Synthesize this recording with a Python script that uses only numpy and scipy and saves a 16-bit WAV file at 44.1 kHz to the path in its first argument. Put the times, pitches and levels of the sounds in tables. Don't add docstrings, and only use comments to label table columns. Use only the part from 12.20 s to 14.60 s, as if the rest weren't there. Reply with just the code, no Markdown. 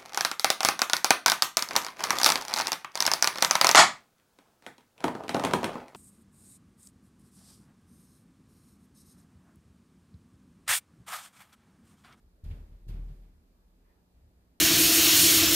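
import sys
import numpy as np
from scipy import signal
from scipy.io import wavfile

SR = 44100
rng = np.random.default_rng(int(sys.argv[2]) if len(sys.argv) > 2 else 0)


def decibels_to_gain(level_db):
    exponent = np.asarray(level_db, float) / 20
    return 10 ** exponent


def pcm_store(signal):
    levels = np.round(np.clip(np.atleast_2d(signal), -1, 1) * 32767)
    wavfile.write(sys.argv[1], SR, levels.astype(np.int16).T)


N = 105840

# start in seconds, free ring in seconds,
# boom level in dB, joist level in dB, panel level in dB.
THUMPS = [(0.226, .03, -50, -72, -63), (.236, .22, -37, -35.5, -45), (0.263, 0.046, -33.5, -63, -60.5),
          (.286, 0.026, -52, -38, -60), (0.31, .04, -50, -30.5, -48), (0.387, 0.048, -42.5, -43, -58.5),
          (0.494, 0.074, -41.5, -49.5, -56), (0.618, 0.037, -42.5, -57.5, -72),
          (.668, 0.076, -32.5, -45, -40.5), (0.695, 0.07, -41.5, -53, -48), (.719, 0.038, -43, -36.5, -42),
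          (0.741, 0.012, -43, -48, -56), (0.769, 0.162, -30.5, -41.5, -46.5), (.845, 0.044, -56, -66, -61),
          (.894, 0.036, -57, -65, -53), (.968, 0.22, -41.5, -64, -62), (1.029, 0.074, -65, -55.5, -66),
          (1.128, 0.058, -50, -54, -66)]
# frequency in Hz, level in dB, T60 in seconds, swell in seconds.
BOOM_MODES = [(40.59, -0.5, 0.99, 0.014), (60, -5.5, 0.1, 0.0067), (27.5, -14, 0.17, 0.06)]
JOIST_MODES = [(74.67, -2, 0.93, 0.005), (85.3, 4, 0.15, 0.016), (59.3, -10, .3, 0.031)]
PANEL_MODES = [(104.1, 3, 0.4, 0.007), (144.9, 0.5, .35, 0.0043), (138, -7.5, .25, 0.0043),
               (179.4, -9, .25, 0.0093), (220.6, -16.5, 0.18, 0.0022), (252, -16.5, 0.067, 0.01),
               (296.6, -20.5, 0.14, 0.002)]
# start in seconds, level in dB, pitch factor of the far joists.
FAR_STEPS = [
    (.042, -49, .98),
    (.14, -62, .75),
    (1.17, -55, 1.05),
    (1.9245, -58, .82),
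    (1.942, -47, .82),
    (1.988, -52, 1.0),
    (2.016, -53, 1.02),
    (2.044, -49, 1.05),
    (2.15, -57, .88),
]
# frequency in Hz, level in dB, T60 in seconds, swell in seconds.
FAR_JOIST_MODES = [(70, 0, .2, .012), (42, -9, .25, .02), (108, -10, .2, .01)]
# start in seconds, level in dB.
BLOWS = [(.239, -63.5), (.30, -62), (.34, -76), (.40, -85), (0.511, -74.5), (0.679, -60.5), (0.729, -64.5),
         (.80, -76.5), (0.872, -69), (1.018, -74.5), (1.13, -88), (1.939, -80.5)]
# frequency in Hz, density in dB per Hz.
ANSWER_SPECTRUM = [(88, -37), (150, -9.5), (188, -11.5), (375, -19.5), (406, -21.5), (588, -26.5),
                   (908, -30.5), (2500, -31.5), (7000, -40), (9100, -48), (15400, -120)]
# frequency in Hz, T60 in seconds.
ANSWER_T60 = [(200, 1), (800, 1), (2500, 0.59), (6000, 0.1)]
# frequency in Hz, width in Hz, level in dB.
FIXTURE_RESONANCES = [(2250, 300, -2), (2480, 300, 0), (2750, 300, -1), (3100, 350, -4)]
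# frequency in Hz, width in Hz, level in dB.
BOARD_RESONANCES = [(400, 120, -1), (940, 200, 1), (1830, 150, -1), (2000, 150, -1), (2350, 350, -6)]
# frequency in Hz, level in dB rms.
HUM_LINES = [(59.2, -73), (177.6, -77.5), (236.9, -86)]
# frequency in Hz, density in dB per Hz.
AIR_SPECTRUM = [(18, -11.5), (60, -5), (150, -15.5), (250, -12), (400, -17), (600, -22), (1000, -27),
                (2500, -36)]
# frequency in Hz, density in dB per Hz.
HISS_SPECTRUM = [(880, -22.5), (1500, -11.5), (2030, -21), (2150, -11.5), (4160, -6.5), (5310, -12),
                 (15300, -10)]
# time in seconds, level in dB.
GATE = [(0, -84.5), (0.237, -85.5), (0.241, -71.5), (.262, -75), (.3, -75.5), (.315, -76), (.47, -81.5),
        (.63, -83.5), (.674, -84), (0.688, -66.5), (.72, -73.5), (.76, -77.5), (.86, -80), (.92, -79),
        (1.09, -83), (1.11, -84.5), (1.3, -84.5), (2.4, -85)]
# frequency in Hz, side over mid in dB.
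WIDTH = [(60, -12.5), (110, -7), (200, -14), (380, -8), (700, -2), (1280, 2.5), (2370, -0.5), (4370, 2),
         (8060, -1), (14900, 2.5)]

MODE_SPREAD_DB, SETTLED_T60_S = 5.5, 0.16
CEILING_SIDE_DB, CEILING_LAG_S = -22, 0.0015
SWAY_END_S, SWAY_FADE_S, SWAY_DB, SWAY_HZ = 1.68, 0.046, -63, 39.5
ANSWER_SWELL_S, ANSWER_DB, ANSWER_PATCH_DB, ANSWER_PATCH_HZ = 0.0083, 7.5, 0.53, 35
TICK_S, TICK_DB, TICK_T60_S, TICK_SWELL_S = 0.3095, -56, 0.075, 0.002
SCUFF_S, SCUFF_LEN_S, SCUFF_EDGE_S, SCUFF_DB = 1.638, 0.095, 0.025, -76
HUM_WOBBLE_DB, HUM_WOBBLE_HZ = 2, 5.8
AIR_DB, AIR_PATCH_DB, AIR_PATCH_HZ = -68, 1.4, 6
HISS_OFFSET_DB = 6
LEAN_DB, CUTOFF_HZ = -0.3, 15480

TIME_S = np.arange(N) / SR


def rms_one(x):
    return x / np.sqrt(np.mean(x ** 2) + 1e-20)


def at_hz(points, hz):
    table_hz, values = np.array(points).T
    return np.interp(np.log(hz), np.log(np.maximum(table_hz, 1)), values)


def drift(rate_hz):
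    pole = np.exp(-80 * np.pi * rate_hz / SR)
    white = rng.standard_normal(N // 40 + 2002)
    slow = signal.lfilter([1], [1, -2 * pole, pole * pole], white)[2000:]
    return np.interp(np.arange(N) / 40, np.arange(len(slow)), rms_one(slow))


def strike(start_s, t60_s, swell_s):
    since_s = np.maximum(TIME_S - start_s, 0)
    swell = 1 - np.exp(-since_s / max(swell_s, 1e-4))
    return since_s, swell * decibels_to_gain(-60 * since_s / t60_s)


def bands(spectrum):
    edges_hz = 14 * 2 ** np.arange(0, 10.8, 0.5)
    white = rng.standard_normal((2, 2, N + 8000))
    low_end_hz, high_end_hz = spectrum[0][0] / 1.5, spectrum[-1][0] * 1.2
    for k, (low_hz, high_hz) in enumerate(zip(edges_hz, edges_hz[1:])):
        hz = np.sqrt(low_hz * high_hz)
        if low_end_hz < hz < high_end_hz:
            sos = signal.butter(2, [low_hz, high_hz], "band", fs=SR, output="sos")
            mid, side = signal.sosfilt(sos, white[k % 2])[:, -N:]
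            wide = decibels_to_gain(at_hz(WIDTH, hz))
            stereo = (mid + wide * side * [[1], [-1]]) / np.sqrt(1 + wide ** 2)
            yield hz, decibels_to_gain(at_hz(spectrum, hz)) * stereo


def resonances(table):
    out, rub = 0, rng.standard_normal((2, N))
    for hz, width_hz, db in table:
        pole = np.exp(-np.pi * width_hz / SR)
        b = [1, 0, -1.065]
        a = [1, -2 * pole * np.cos(2 * np.pi * hz / SR), pole * pole]
        ringing = signal.lfilter(b, a, signal.lfilter(b, a, rub))
        out = out + decibels_to_gain(db) * rms_one(ringing)
    return rms_one(out)


def hum():
    out = np.zeros(N)
    for hz, db in HUM_LINES:
        peak = decibels_to_gain(db + 4 + HUM_WOBBLE_DB * drift(HUM_WOBBLE_HZ))
        out += peak * np.sin(2 * np.pi * hz * TIME_S + rng.uniform(0, 2 * np.pi))
    return out


def room_air():
    air = sum(noise * decibels_to_gain(AIR_PATCH_DB * drift(AIR_PATCH_HZ)) for hz, noise in bands(AIR_SPECTRUM))
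    return decibels_to_gain(AIR_DB) * rms_one(air)


def hiss():
    gate_s, gate_db = np.transpose(GATE)
    level_db = np.interp(TIME_S, gate_s, gate_db) + HISS_OFFSET_DB
    return decibels_to_gain(level_db) * rms_one(sum(noise for hz, noise in bands(HISS_SPECTRUM)))


def sway():
    level = decibels_to_gain(2.0 * drift(1.7))
    deep = level * np.sin(2 * np.pi * SWAY_HZ * TIME_S + 0.5 * drift(1.3))
    return decibels_to_gain(SWAY_DB) * deep * np.clip((SWAY_END_S - TIME_S) / SWAY_FADE_S + 1, 0, 1)


def far_steps():
    out = np.zeros(N)
    for start_s, level_db, pitch in FAR_STEPS:
        for hz, db, t60_s, swell_s in FAR_JOIST_MODES:
            since_s, shape = strike(start_s, t60_s, swell_s)
            out -= decibels_to_gain(level_db + db) * shape * np.sin(2 * np.pi * hz * pitch * since_s)
    return out


def ceiling():
    out = np.zeros(N)
    spread = rng.standard_normal((len(THUMPS), 16))
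    for (start_s, free_s, *levels_db), chance in zip(THUMPS, spread):
        settled_s = np.maximum(TIME_S - start_s - free_s, 0)
        damped = decibels_to_gain(-60 * settled_s / SETTLED_T60_S)
        for level_db, modes in zip(levels_db, (BOOM_MODES, JOIST_MODES, PANEL_MODES)):
            for k, (hz, db, t60_s, swell_s) in enumerate(modes):
                since_s, shape = strike(start_s, t60_s, swell_s)
                mode_db = level_db + db + MODE_SPREAD_DB * chance[k] * (k > 0)
                out -= decibels_to_gain(mode_db) * shape * damped * np.sin(2 * np.pi * hz * since_s)
    return out


def room_answer():
    out, flat_power = 0, 0
    for hz, noise in bands(ANSWER_SPECTRUM):
        t60_s = at_hz(ANSWER_T60, hz)
        power = sum(decibels_to_gain(2 * db) * strike(s, t60_s, ANSWER_SWELL_S)[1] ** 2 for s, db in BLOWS)
        out = out + np.sqrt(power) * noise * decibels_to_gain(ANSWER_PATCH_DB * drift(ANSWER_PATCH_HZ))
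        flat_power += np.mean(noise ** 2)
    return out * decibels_to_gain(ANSWER_DB) / np.sqrt(flat_power)


def fixture():
    since_s, shape = strike(TICK_S, TICK_T60_S, TICK_SWELL_S)
    return decibels_to_gain(TICK_DB) * shape * resonances(FIXTURE_RESONANCES)


def scuff():
    since_s = TIME_S - SCUFF_S
    left_s = SCUFF_LEN_S + SCUFF_EDGE_S - since_s
    shape = np.clip(np.minimum(since_s, left_s) / SCUFF_EDGE_S, 0, 1)
    return decibels_to_gain(SCUFF_DB) * shape * resonances(BOARD_RESONANCES)


def scene():
    above = ceiling() + far_steps()
    late = np.interp(np.arange(N) - CEILING_LAG_S * SR, np.arange(N), above)
    above = above + decibels_to_gain(CEILING_SIDE_DB) * late * [[1], [-1]]
    return above + hum() + room_air() + sway() + room_answer() + fixture() + scuff()


def band_limit(x):
    return signal.sosfilt(signal.butter(12, 15480, fs=SR, output="sos"), x)


def record(dry):
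    heard = (dry + hiss()) * decibels_to_gain(np.array([[LEAN_DB], [-LEAN_DB]]))
    low_pass = signal.ellip(10, 0.5, 70, CUTOFF_HZ, fs=SR, output="sos")
    return band_limit(signal.sosfilt(low_pass, heard))


dry = scene()
out = record(dry)
pcm_store(out)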